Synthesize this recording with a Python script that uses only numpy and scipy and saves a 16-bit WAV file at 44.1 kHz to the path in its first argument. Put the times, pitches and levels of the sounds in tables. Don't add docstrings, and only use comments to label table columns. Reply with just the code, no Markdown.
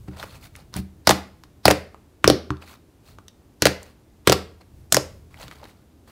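import sys
import numpy as np
from scipy import signal
from scipy.fft import rfft, irfft
from scipy.io import wavfile
from scipy.ndimage import uniform_filter1d

SR = 44100
rng = np.random.default_rng(int(sys.argv[2]) if len(sys.argv) > 2 else 0)


def inscribe(sig):
    pcm = np.round(np.clip(np.atleast_2d(sig).T, -1, 1) * 32767)
    wavfile.write(sys.argv[1], SR, pcm.astype(np.int16))


def gain_from_db(level_db):
    decades = np.asarray(level_db, float) / 20
    return 10 ** decades


N = 269430
LEAD = 1024


def evened(x):
    return x / np.sqrt(np.mean(x ** 2) + 1e-20)


def read(points, hz):
    f, value = np.transpose(points)
    return np.interp(np.log(hz + 1), np.log(f + 1), value)


def add(mix, s, sound):
    part = mix[round(s * SR):][:len(sound)]
    part += sound[:len(part)]


def coloured(x, points):
    gain = gain_from_db(read(points, np.fft.rfftfreq(len(x), 1 / SR)))
    return irfft(rfft(x) * gain, len(x))


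# [f/Hz, relative level/dB per Hz]
AIR_SPECTRUM = [(15, -32.5), (40, -7), (75, 2.5), (155, -7), (300, -5.5), (520, -16), (1900, -30),
                (15000, -38), (16300, -47.5)]
# [t/s, level/dB]
LEANING_RUMBLE = [(0, -45.5), (3.001, -72.5), (3.148, -51.5), (3.299, -66), (4.62, -61.5), (4.798, -47),
                  (4.9, -57.5), (5.15, -46), (5.301, -55), (5.451, -45), (5.9, -73)]


def background(air_db=-54):
    air = gain_from_db(air_db) * evened(coloured(rng.standard_normal(N), AIR_SPECTRUM))
    low_spectrum = [(15, -17.5), (45, -1.0), (80, 4.0), (150, -3.5), (500, -42)]
    low = evened(coloured(rng.standard_normal(N), low_spectrum))
    s, db = np.transpose(LEANING_RUMBLE)
    return air + gain_from_db(np.interp(np.arange(N) / SR, s, db)) * low


# [f/Hz, t60/s]
ROOM_DECAY = [(200, 0.36), (600, 0.31), (2000, 0.32), (5000, 0.27), (9000, 0.25), (14000, 0.25)]
# [f/Hz, relative level/dB]
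WALL_RETURN = [(350, 7), (560, 0.5), (1300, 0), (2200, 2.5), (3200, 0.5), (4400, 2), (6000, -2),
               (14000, -2)]


def room(x, first_ms=3, late_db=-25, late=2.2, patchy_db=1.5):
    taps = np.zeros(SR)
    at = np.arange(round(first_ms * SR / 1000), SR - 20, 20)
    taps[at + rng.integers(0, 20, len(at))] = rng.choice([-1., 1.], len(at))
    hz, t, z = signal.stft(taps, SR, nperseg=256)
    fall_db = 60 * t / read(ROOM_DECAY, hz)[:, None]
    z *= gain_from_db(read(WALL_RETURN, hz)[:, None]) * (gain_from_db(-fall_db) + gain_from_db(late_db - fall_db / late))
    patches = evened(uniform_filter1d(rng.standard_normal(z.shape), 12, axis=1))
    z *= gain_from_db(patchy_db * patches)
    tail = signal.istft(z, SR, nperseg=256)[1]
    return signal.fftconvolve(x, tail / np.linalg.norm(tail))[:N]


# [middle t/s, level/dB, length/ms, treble tilt/dB per octave]
SQUELCHES = [(0.085, -41.5, 10, -0.5), (0.132, -50.5, 29, 0), (0.2, -41.5, 44, 1.5), (0.237, -40, 11, 0),
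             (0.29, -50, 100, 3.5), (0.356, -51, 30, 3), (0.447, -47, 39, 4.5), (0.588, -52.5, 57, 2),
             (0.766, -37, 33, 3), (0.793, -48.5, 20, 6), (2.627, -47.5, 27, 0.5), (2.708, -49, 72, 3.5),
             (3.094, -55, 63, 4.5), (3.852, -53.5, 84, 2.5), (4.615, -52.5, 12, 1), (5.424, -44.5, 36, 2.5),
             (5.49, -55, 320, 2.5), (5.523, -54.5, 30, 1), (5.636, -46.5, 25, -2), (5.698, -52, 28, 3.5),
             (5.76, -67.5, 116, 1.5), (6.092, -53, 27, 3)]
# [f/Hz, relative level/dB per Hz]
SQUELCH_SPECTRUM = [(250, 0.5), (500, 2), (1350, 0), (1750, -5.5), (2200, -4), (3300, -9.5), (4400, -6.5),
                    (5500, -14), (16000, -20)]


def kneading(per_s=3500, spread_db=4, hiss=1.1, clump_db=2.2):
    size = gain_from_db(spread_db * np.minimum(rng.exponential(1, N), 4))
    size *= rng.random(N) < per_s / SR
    kind, grains, u = rng.integers(0, 24, N), np.zeros(N), np.arange(600) / SR
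    for k, hz in enumerate(np.geomspace(500, 9000, 24)):
        bubble = np.sin(2 * np.pi * hz * u) * np.exp(-u * (hz / 7 + 200))
        bubble *= hz ** 0.06 / np.linalg.norm(bubble)
        grains += signal.oaconvolve(size * (kind == k), bubble)[:N]
    clumps = evened(uniform_filter1d(uniform_filter1d(rng.standard_normal(N), 200), 200))
    sticky = evened(grains) + hiss * rng.standard_normal(N)
    mixed = gain_from_db(clump_db * clumps) * coloured(sticky, SQUELCH_SPECTRUM)
    out, ms = np.zeros(N + 8192), np.arange(-8192, 8192) / SR * 1000
    for s, db, length_ms, tilt_db in SQUELCHES:
        part = np.roll(mixed, 8192 - round(s * SR))[:16384]
        part = evened(coloured(part, [(250, -3 * tilt_db), (16000, 3 * tilt_db)]))
        swell = np.exp(-2 * (ms / length_ms) ** 2)
        add(out, s, gain_from_db(db) * part * swell)
    return out[8192:]


# [t/s, relative level/dB, lean of the landing place/dB]
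LANDINGS = [(0.08, -20.5, 6), (0.757, -19, 0.5), (0.785, -18, -1.5), (2.501, -11.5, 13)]
# [f/Hz, relative level/dB, t60/s, share of the lean (signed factor)]
TABLE_MODES = [(80.3, -3.5, 0.48, -0.42), (132.4, 3, 0.16, 0.031), (191, 5, 0.36, -1),
               (210, 2, 0.13, -0.77), (301.3, 4, 0.15, 0.27), (378, -0.5, 0.2, 0.2),
               (586, -13.5, 0.093, -1), (760, -4.5, 0.066, 0.84)]


def table(lag_s=0.0033, kick_ms=0.2, hand_ms=0.62):
    out, t = np.zeros(N), np.arange(SR // 2) / SR
    at, crack_db, _, plop_db, *_ = np.transpose(POCKETS)
    lean_db = np.where(np.diff(at, prepend=-1) < .06, 10.5, 3.5)
    kick_db = -14 + (crack_db + plop_db) / 2
    pushes = [(*landing, hand_ms) for landing in LANDINGS]
    pushes += [(*kick, kick_ms) for kick in zip(at, kick_db, lean_db)]
    for s, db, place_db, contact_ms in pushes:
        push = t[:600] * np.exp(-t[:600] * 1000 / contact_ms)
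        ring = np.zeros(len(t))
        for hz, level_db, t60, lean in TABLE_MODES:
            ring += gain_from_db(level_db + lean * place_db - 60 * t / t60) * np.sin(2 * np.pi * hz * t)
        add(out, s + lag_s, gain_from_db(db - 10.0) * signal.fftconvolve(ring, push / push.sum()))
    return out


def pop(row, noise, fizz_db=-12, fizz_ms=6, creep_db=-48, creep_ms=12, rip_db=-26, rip_ms=0.89,
        snap=0.63, glide=3.3, cycles=0.55, narrow=0.55, start=0.3, least_ms=0.37):
    _, crack_db, crack_hz, plop_db, plop_hz, open_ms = row
    ms = (np.arange(len(noise)) - LEAD) / SR * 1000
    before, ms = np.minimum(ms, 0), np.maximum(ms, 0)

    r = np.exp(-np.pi * .35 * crack_hz / SR)
    poles = [1, -2 * r * np.cos(2 * np.pi * crack_hz / SR), r * r]
    lip = evened(signal.lfilter([1], poles, noise))
    suck = signal.lfilter([1, 1, -1, -1], poles, np.arange(len(noise)) == LEAD)

    tear_ms = least_ms + 0.074 * open_ms
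    tear = np.exp(-(ms / tear_ms) ** 2) + gain_from_db(fizz_db) * np.exp(-ms / fizz_ms)
    creep = gain_from_db(creep_db) * np.exp(before / creep_ms) + gain_from_db(rip_db) * np.exp(before / rip_ms)
    crack = (0.79 * noise + 0.69 * lip) * np.where(before < 0, creep, tear)
    crack -= snap * suck / abs(suck).max()
    body = crack[LEAD:][:round(tear_ms * 27) + 6]
    crack *= gain_from_db(crack_db) / (1.154 * np.sqrt(np.mean(body ** 2)))

    fall_ms = 0.17 * open_ms
    turns = start + plop_hz / 1000 * (ms - open_ms - glide * fall_ms * np.exp(-ms / fall_ms))
    opening = np.minimum(ms / open_ms, 1) ** 0.61
    lasting = cycles * (plop_hz / 500) ** narrow
    dying = np.exp(-np.maximum(ms - open_ms, 0) * plop_hz / 1000 / lasting)
    return crack + gain_from_db(plop_db) * opening * dying * np.sin(2 * np.pi * turns)


# [t/s, crack level/dB, crack f/Hz, plop level/dB, plop f/Hz, opening time/ms]
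POCKETS = [(0.228, -32.5, 2480, -20.5, 1470, 0.92), (0.7406, -22.5, 4475, -31, 916, 0.87),
           (1.0726, 4, 4710, -6, 639, 4.1), (1.0928, -1, 1518, -3, 799.6, 2.4),
           (1.095, -4.5, 4598, -6.5, 483.6, 4.73), (1.1047, -10.5, 8940, -5.5, 400, 1.2),
           (1.1091, 1.5, 3414, -10, 728, 2.8), (1.4368, -36, 4180, -34, 951, 0.54),
           (1.655, 5.5, 4560, -0.5, 731, 2.24), (1.6805, 2.5, 2890, 1, 513, 4.3),
           (1.704, -6.5, 2453, -8, 504.7, 6.3), (1.7099, -3.5, 4390, -10.5, 621.7, 2.07),
           (1.7132, -6.5, 1734, -9, 511.5, 4.3), (2.2432, -0.5, 3610, 0, 1113, 1.146),
           (2.277, 3.5, 5226, 3.5, 426.2, 2.4), (2.3004, -0.5, 4358, 2.5, 414.3, 1.7),
           (2.5047, -28.5, 8000, -12.5, 1164, 1.2), (3.6219, 0.5, 4875, -12, 383, 5.4),
           (3.6549, 2, 3970, -2, 489, 5.3), (3.665, -9.5, 3970, -20.5, 593, 3.66),
           (3.6691, -2.5, 3930, -9.5, 760, 2.47), (4.2737, 5, 3480, -1, 400.3, 3.63),
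           (4.297, 0.5, 4040, -2, 465.2, 2.5), (4.3212, -4, 3637, -7, 468, 6.5),
           (4.326, -6.5, 4700, -21, 1230, 3), (4.9236, -2.5, 7580, -16.5, 596.5, 6),
           (4.945, 0, 6000, -8, 1690, 1.6), (4.9679, -4.5, 4964, -7, 502, 6.5),
           (5.4297, -30, 4030, -35, 930, 2.16), (5.481, -30.5, 4140, -32.5, 1300, 0.78)]
# [t/s, level/dB, f/Hz]
SNAPS = [(0.2032, -37, 4340), (0.442, -50, 4220), (0.5538, -31, 2410), (0.5625, -39, 9050),
         (0.7654, -27, 10180), (1.9451, -34.5, 1255), (2.5694, -45.5, 3950), (2.6237, -35, 2370),
         (2.677, -43, 1980), (3.186, -35, 1290), (3.2821, -36.5, 4895), (3.8307, -38, 8440),
         (4.9254, -4.5, 8030), (4.945, -5.5, 8240), (5.3428, -41, 2100), (5.3746, -47, 3200),
         (5.4163, -39.5, 6700), (5.5126, -33.5, 2050), (5.523, -40, 2110), (5.5662, -50, 1900),
         (5.6411, -42.5, 4000), (5.654, -37, 1900)]
# [f/Hz, relative level/dB]
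CRACK_SPECTRUM = [(400, -14), (1200, -2), (2500, -12), (5200, -7), (7500, -11.5), (11000, -15),
                  (16000, -22.5)]


def pops(ring_db=-3, open_ms=0.8):
    out = np.zeros(N)
    noise = rng.standard_normal((len(POCKETS) + len(SNAPS), 4096))
    for row, hiss in zip(POCKETS, noise):
        add(out, row[0] - LEAD / SR, pop(row, evened(coloured(hiss, CRACK_SPECTRUM))))
    for (s, db, hz), hiss in zip(SNAPS, noise[len(POCKETS):]):
        peaked = evened(coloured(hiss, [(hz / 10, -20), (hz, 0), (hz * 10, -36)]))
        row = (s, db, hz, db + ring_db, hz, open_ms)
        add(out, s - LEAD / SR, pop(row, peaked, snap=.4, rip_db=-14.5, least_ms=1.3))
    return out


def scene():
    slime = pops() + kneading()
    swing = np.pi / 2 * np.sin(2 * np.pi * 7.9 * np.arange(N) / SR) ** 2
    wet = room(slime * np.cos(swing)) + room(slime * np.sin(swing))
    close = slime + gain_from_db(-13.5) * wet + table()
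    low_cut = signal.butter(4, 64, "high", fs=SR, output="sos")
    return (signal.sosfilt(low_cut, close) + background())[None]


def low_pass(x):
    return signal.sosfilt(signal.butter(12, 16460, fs=SR, output="sos"), x)


def record(dry):
    band = signal.oaconvolve(dry, signal.firwin(255, 15800, fs=SR)[None], "same")
    return low_pass(np.clip(band, -1, 1))


dry = scene()
out = record(dry)
inscribe(out)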